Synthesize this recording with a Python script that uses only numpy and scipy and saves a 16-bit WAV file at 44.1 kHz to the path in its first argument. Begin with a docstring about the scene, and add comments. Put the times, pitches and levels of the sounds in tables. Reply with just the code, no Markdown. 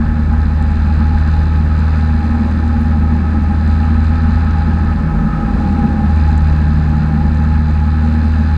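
"""Light aircraft cabin in flight

A four-cylinder engine turns a two-blade propeller at about 2300 rpm. Firings and blade
passes share one deep drone; exhaust and propeller wash make the cabin boom, and the valve
gear clatters. Air rushes over the skin and whistles in the door gaps; a loose fitting clicks."""
import sys
import numpy as np
from scipy import signal
from scipy.fft import rfft, irfft, next_fast_len
from scipy.io import wavfile
from scipy.ndimage import uniform_filter1d, map_coordinates

SR = 44100
rng = np.random.default_rng(int(sys.argv[2]) if len(sys.argv) > 2 else 0)


def store_pcm(level_fs):
    """Save levels as 16-bit WAV."""
    pcm = np.round(np.clip(level_fs, -1, 1) * 32767).astype(np.int16)
    wavfile.write(sys.argv[1], SR, np.atleast_2d(pcm).T)


N = 377937


# firing-rate line: time_s, level_db
FUNDAMENTAL_DB = [(0.0, -17.5), (0.2, -13.5), (1.15, -11.5), (2.1, -12), (2.4, -15.5), (3.0, -12),
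                  (3.5, -14.5), (3.7, -11.3), (4.9, -13.5), (5.25, -24.7), (5.4, -28), (5.7, -14.5),
                  (5.95, -17.5), (6.15, -10), (6.9, -13.5), (7.1, -17), (7.25, -13), (8.55, -11.5)]
# its octave: time_s, relative_db
OCTAVE_DB = [(0, -22), (.85, -28.5), (1.5, -21), (1.8, -26), (2.1, -22), (2.4, -38), (3, -24.5),
             (3.3, -31.5), (4, -27), (4.15, -23.5), (4.9, -26), (5.25, -17.5), (5.65, -35), (6.55, -17),
             (7.3, -19), (8.55, -27)]
# its third harmonic: time_s, relative_db
THIRD_DB = [(0, -19.5), (0.25, -24), (0.55, -35), (1.0, -27.5), (1.3, -33.5), (1.7, -30), (2.3, -23.1),
            (3.1, -23), (3.4, -28.5), (4.15, -23.5), (4.55, -32.1), (5.1, -30), (5.9, -24.2), (6.15, -29),
            (7.85, -30), (8.15, -20.5), (8.55, -31.5)]
# weak engine lines: firing_rate_multiple, level_db
WEAK_LINES = [(.25, -40), (.5, -38), (1.5, -30.5), (1.75, -47.5), (2.75, -32.5), (3.25, -40), (3.5, -42),
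              (4, -40), (4.5, -51), (5, -53), (6, -49.5), (6.5, -56.5), (7, -51.5)]

def drone(firings):
    """Blade passes and firings: three strong lines, and weak ones from unequal cylinders."""
    phase = 2 * np.pi * firings
    lines = amp(curve(FUNDAMENTAL_DB) + .45 * wobble(18)) * np.cos(phase)
    # propeller and exhaust drift against each other, more so in the higher lines
    lines += amp(curve(OCTAVE_DB) + .23 + .68 * wobble(12)) * np.cos(2 * phase + .3 * wobble(2))
    lines += amp(curve(THIRD_DB) + 1 + .8 * wobble(7)) * np.cos(3 * phase + .4 * wobble(2))
    load_db = 1.1 * swing(WASH_STRENGTH_DB)
    for multiple, level_db in WEAK_LINES:
        drift_rad = rng.uniform(0, 2 * np.pi) + .14 * multiple * wobble(5)
        line_db = level_db + (multiple > 2) * load_db + 1.7 * wobble(6)
        lines += amp(line_db) * np.cos(multiple * phase + drift_rad)
    return np.sqrt(2) * lines


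# cabin boom: time_s, relative_db
BOOM_DB = [(0, -20.0), (0.8, -19), (2.1, -21), (2.35, -16.8), (2.9, -18.8), (3.3, -14.5), (3.7, -19),
           (5.2, -17), (5.85, -12.9), (6.45, -20.5), (7.15, -16.5), (7.8, -20.5), (8.1, -19.5), (8.55, -18)]
# cabin response: freq_hz, gain_db
CABIN_SPECTRUM = [(90, -41), (122, -19.5), (146, -5.5), (175, -6), (200, -2.5), (217, 1.5), (248, -9),
                  (285, -15.5), (350, -21.5), (410, -32), (800, -59.5)]

def cabin_boom(firings):
    """Uneven exhaust puffs ring the cabin air."""
    puffs = bursts(firings, delay=.037, rise=.2, scatter_db=0, floor=.53)
    level_db = curve(BOOM_DB) - 3.4 + .83 * wobble(10)
    return amp(level_db) * steadied(coloured(puffs, CABIN_SPECTRUM), span_s=.23)


# deep buffeting: time_s, relative_db
BUFFET_DB = [(0.0, -18.4), (0.4, -15.5), (2.5, -22.5), (5.45, -14.5), (6.0, -20.2), (6.4, -15), (7.1, -23),
             (7.7, -19), (8.05, -28), (8.55, -21)]
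# fuselage shake: freq_hz, gain_db
BUFFET_SPECTRUM = [(10, -37), (18, -22), (26, -24), (33, -8.5), (52, 2), (64, -6), (80, -15.5), (115, -22),
                   (160, -43.5)]

def buffet():
    """Turbulent wash shakes the fuselage."""
    level_db = curve(BUFFET_DB) - 3 + 1.8 * wobble(12)
    return amp(level_db) * steadied(coloured(noise(), BUFFET_SPECTRUM), span_s=.08)


# propeller wash: time_s, relative_db
WASH_STRENGTH_DB = [(0.0, -33.5), (1.8, -32), (2.8, -29), (3.0, -32.5), (3.85, -30), (4.35, -32.9),
                    (5.8, -25), (6.25, -31.5), (6.9, -30.1), (7.85, -35.5), (8.1, -30.5), (8.55, -32.5)]
# wash on the windscreen: freq_hz, gain_db
WASH_SPECTRUM = [(180, -14), (330, 1.5), (410, -3.5), (530, -0.5), (680, -6), (1100, -7), (2000, -20),
                 (3200, -28.5), (7500, -37.5), (10000, -43.5), (13000, -60)]

def propeller_wash():
    """The wash beats on the windscreen."""
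    level_db = -35.5 + .5 * swing(WASH_STRENGTH_DB) + .6 * wobble(12)
    return amp(level_db) * coloured(noise(), WASH_SPECTRUM)


# low whistle, lower pitch first: pitch_hz, width_hz, relative_db
LOW_GAP_TONES = [(814.8, 22.8, 0), (837, 15, -1)]
# high whistle: pitch_hz, width_hz, relative_db
HIGH_GAP_TONES = [(1288, 14, -1), (1250, 32, -4)]
# faint singing above both: pitch_hz, width_hz, level_db
FAINT_TONES = [(1766, 44, -45), (1928, 48, -55.5), (2249, 45, -56.5)]
# low whistle: time_s, relative_db
LOW_GAP_DB = [(0.0, -34), (0.8, -32), (1.05, -29), (1.35, -32.5), (4.15, -32.5), (4.5, -29), (5.1, -33),
              (5.8, -26), (6.25, -29), (6.85, -32.5), (7.0, -29.5), (8.55, -33.5)]

def door_whistles(db_per_rpm=.0566):
    """Air sings in two gaps; strong wash tips the low whistle to its lower pitch."""
    upper_share = np.clip(.5 - .1 * swing(WASH_STRENGTH_DB) + .16 * wobble(3), 0, 1)
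    pitch_gains = np.sqrt([1 - upper_share, upper_share])
    low = np.sum(pitch_gains * gap_tones(LOW_GAP_TONES), axis=0)
    low_db = curve(LOW_GAP_DB) - 2 + 1.3 * wobble(14)
    high = gap_tones(HIGH_GAP_TONES).sum(axis=0)
    high_db = -40.5 + db_per_rpm * swing(CRANK_RPM) + 1.2 * wobble(7)
    faint = gap_tones(FAINT_TONES).sum(axis=0)
    return amp(low_db) * low + amp(high_db) * high + faint


def gap_tones(tones, widen=1.39):
    """Air singing unsteadily in a narrow gap: one row per pitch."""
    return np.array([amp(level_db) * steadied(resonant(noise(), pitch_hz, widen * width_hz), span_s=.17)
                     for pitch_hz, width_hz, level_db in tones])


# airflow through the cabin wall: freq_hz, gain_db
RUSH_SPECTRUM = [(450, -20), (700, -5), (1000, 0), (1150, -2), (1550, 2), (1700, 1.5), (1820, -6),
                 (2020, -12), (2600, -12.5), (2900, -21.5), (5000, -27.5), (5600, -39.5), (13000, -65)]

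def air_rush(db_per_rpm=.013):
    """Air over the skin; faster air spins the propeller up, so the rush grows with the revs."""
    level_db = -35.5 + db_per_rpm * swing(CRANK_RPM) + .3 * swing(CLATTER_DB) + .48 * wobble(6)
    flutter = noise() * amp(1.3 * wobble(60))
    return amp(level_db) * coloured(flutter, RUSH_SPECTRUM)


# valve clatter: time_s, relative_db
CLATTER_DB = [(0.0, -48.8), (1.4, -43), (1.6, -46.5), (1.95, -42.5), (2.3, -46), (3.5, -47.5),
              (3.65, -44.5), (4.55, -44), (5.2, -50), (5.8, -45), (5.95, -49.5), (6.2, -43), (7.15, -46.2),
              (8.55, -43.5)]
# mechanical rustle: freq_hz, gain_db
RUSTLE_SPECTRUM = [(2400, -39), (3280, -8.5), (3600, -1), (3760, -3.5), (4000, 4.5), (4500, -6),
                   (4860, -0.5), (5150, -12.5), (5700, -24), (9000, -51)]
# rocker knock: freq_hz, gain_db
ROCKER_SPECTRUM = [(1100, -13.5), (1550, 6.5), (1780, 8.5), (2000, -4.5), (2580, 1.5), (2880, -9),
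                   (3080, -7.5), (3600, -29)]
# exhaust hiss: freq_hz, gain_db
HISS_SPECTRUM = [(3500, -22.5), (5300, -5), (6100, 4), (7350, -0.5), (7620, 4), (7800, 1.5), (8150, -6),
                 (8450, -10.5), (9500, -10), (11200, -17), (12300, -11.5), (13300, -22.5), (14500, -36)]

def clatter(firings):
    """Each firing brings a valve tick, a rustle, exhaust hiss and, between firings, a rocker's knock."""
    # ticks stand out more as the clatter grows
    ticks = amp(-2.6 + .35 * swing(CLATTER_DB)) * valve_ticks(firings)
    rustle = coloured(bursts(firings, delay=-.035, rise=.025, scatter_db=3.5, floor=.58), RUSTLE_SPECTRUM)
    knocks = coloured(bursts(firings, delay=.4, rise=.054, scatter_db=2, floor=.29), ROCKER_SPECTRUM)
    hiss = coloured(bursts(firings, delay=.04, rise=.15, scatter_db=3.5, floor=.39), HISS_SPECTRUM)
    level_db = curve(CLATTER_DB) - 4 + .66 * wobble(16)
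    return amp(level_db) * (ticks + amp(-3) * rustle + amp(7) * knocks + amp(-12.5) * hiss)


# cylinder strengths, in firing order: relative_db
CYLINDER_DB = [-4, -5.5, -2.5, -2.5]
# valve seating, in firing order: lag_periods
VALVE_LAG_PERIODS = [.02, .04, -.02, .005]
# cylinder head modes: pitch_hz, width_hz, relative_db
HEAD_MODES = [(3633, 200, -4.5), (4040, 470, 1), (4800, 280, -5.5)]

def valve_ticks(firings, lead_periods=.04, jitter_s=.00012, scatter_db=2):
    """A valve seats once a firing, each cylinder's at its own moment, and rings the heads."""
    due = np.flatnonzero(np.diff(np.floor(firings + lead_periods)))
    count = len(due)
    force, jitter = rng.standard_normal((count, 2)).T
    lag_samples = np.resize(VALVE_LAG_PERIODS, count) * np.gradient(due) + jitter_s * SR * jitter
    seated = np.clip(due + lag_samples.astype(int), 0, N - 1)
    blows = np.zeros(N)
    blows[seated] = amp(np.resize(CYLINDER_DB, count) + scatter_db * force)
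    return unit(sum(amp(db) * resonant(blows, hz, width_hz) for hz, width_hz, db in HEAD_MODES))


# loose fitting: start_s, level_db, pitch_hz, t60_s
FITTING_CLICKS = [(.6245, -44, 7500, .02), (2.8126, -51, 10900, .03), (4.509, -39, 4000, .025),
                  (6.3776, -38, 7300, .016)]

def fitting_clicks(width_hz=4000):
    """Small hard contacts of a loose fitting."""
    clicks, t = np.zeros(N), np.arange(N) / SR
    for start_s, level_db, pitch_hz, t60_s in FITTING_CLICKS:
        contact = (t >= start_s) * amp(level_db - 60 * np.abs(t - start_s) / t60_s) * noise()
        ring = resonant(contact, pitch_hz, width_hz)
        clicks += np.std(contact) * resonant(ring, pitch_hz, width_hz)
    return clicks


def bursts(firings, delay, rise, scatter_db, floor):
    """One noise burst a firing over a steady floor; delay and rise in firing periods."""
    cycle, age = np.divmod(firings - delay + 1, 1)
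    cycle = np.maximum(cycle, 0).astype(int)
    peak_db = np.take(CYLINDER_DB, cycle, mode="wrap") + scatter_db * noise()[cycle]
    envelope = amp(peak_db) * age / rise * np.exp(1 - age / rise)
    return noise() * np.hypot(floor, envelope)


def amp(db):
    """Decibels to gain."""
    return 10 ** (np.asarray(db) / 20)


def unit(x):
    """Scale to rms 1."""
    return x / np.sqrt(np.mean(x ** 2) + 1e-20)


def noise():
    """White noise."""
    return rng.standard_normal(N)


def curve(rows):
    """(time_s, value) points to one value per sample."""
    return np.interp(np.arange(N) / SR, *np.transpose(rows))


def swing(rows):
    """A curve minus its mean."""
    value = curve(rows)
    return value - np.mean(value)


def wobble(rate_hz):
    """Smooth random curve with knots at rate_hz."""
    knots = rng.standard_normal(int(N * rate_hz / SR) + 4)
    return map_coordinates(knots, [np.arange(N) * rate_hz / SR])


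def filtered(x, response):
    """x through a frequency response."""
    size = next_fast_len(N + SR // 2)
    return irfft(rfft(x, size) * response(np.fft.rfftfreq(size, 1 / SR)), size)[:N]


def coloured(x, spectrum):
    """x shaped by (freq_hz, gain_db) points, falling away past the ends; rms 1."""
    freq_hz, gain_db = np.transpose(spectrum)
    log_freq = np.log(np.r_[freq_hz[0] / 2, freq_hz, freq_hz[-1] * 2])
    gain_db = np.r_[-120, gain_db, -120]
    return unit(filtered(x, lambda hz: amp(np.interp(np.log(hz + 1), log_freq, gain_db))))


def resonant(x, centre_hz, width_hz):
    """x through a steep-sided resonance; rms 1."""
    def bandpass(hz):
        return 1j * hz * width_hz / (centre_hz ** 2 - hz ** 2 + 1j * hz * width_hz)
    return unit(filtered(x, lambda hz: bandpass(hz) ** 2))


def steadied(x, span_s):
    """x with swells longer than span_s evened out; rms 1."""
    power = np.abs(uniform_filter1d(x ** 2, int(span_s * SR)))
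    return unit(x / np.sqrt(power + 1e-9))


# crankshaft: time_s, speed_rpm
CRANK_RPM = [(0.0, 2299), (0.55, 2305), (0.75, 2300.0), (1.45, 2327), (3.25, 2344), (4.45, 2391),
             (4.75, 2391), (5.15, 2384), (5.35, 2414), (6.3, 2305), (6.75, 2296.0), (7.35, 2310),
             (8.0, 2302.0), (8.55, 2342)]

def scene():
    """Engine and airflow in mono; the engine fires twice a crankshaft turn."""
    firings = np.cumsum(2 * curve(CRANK_RPM) / 60) / SR
    engine = drone(firings) + cabin_boom(firings)
    airflow = buffet() + propeller_wash() + door_whistles() + air_rush()
    return (engine + airflow + clatter(firings) + fitting_clicks())[None]


def record(dry, ceiling=.85, fade_s=.002, top_hz=14800):
    """Soft peak limit, end fades, steep low-pass."""
    limited = dry / (1 + np.abs(dry / ceiling) ** 8) ** (1 / 8)
    edge_samples = np.minimum(np.arange(N), np.arange(N)[::-1])
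    fade = np.minimum(1, edge_samples / (fade_s * SR))
    return signal.sosfilt(signal.butter(14, top_hz, fs=SR, output="sos"), limited * fade)


dry = scene()
out = record(dry)
store_pcm(out)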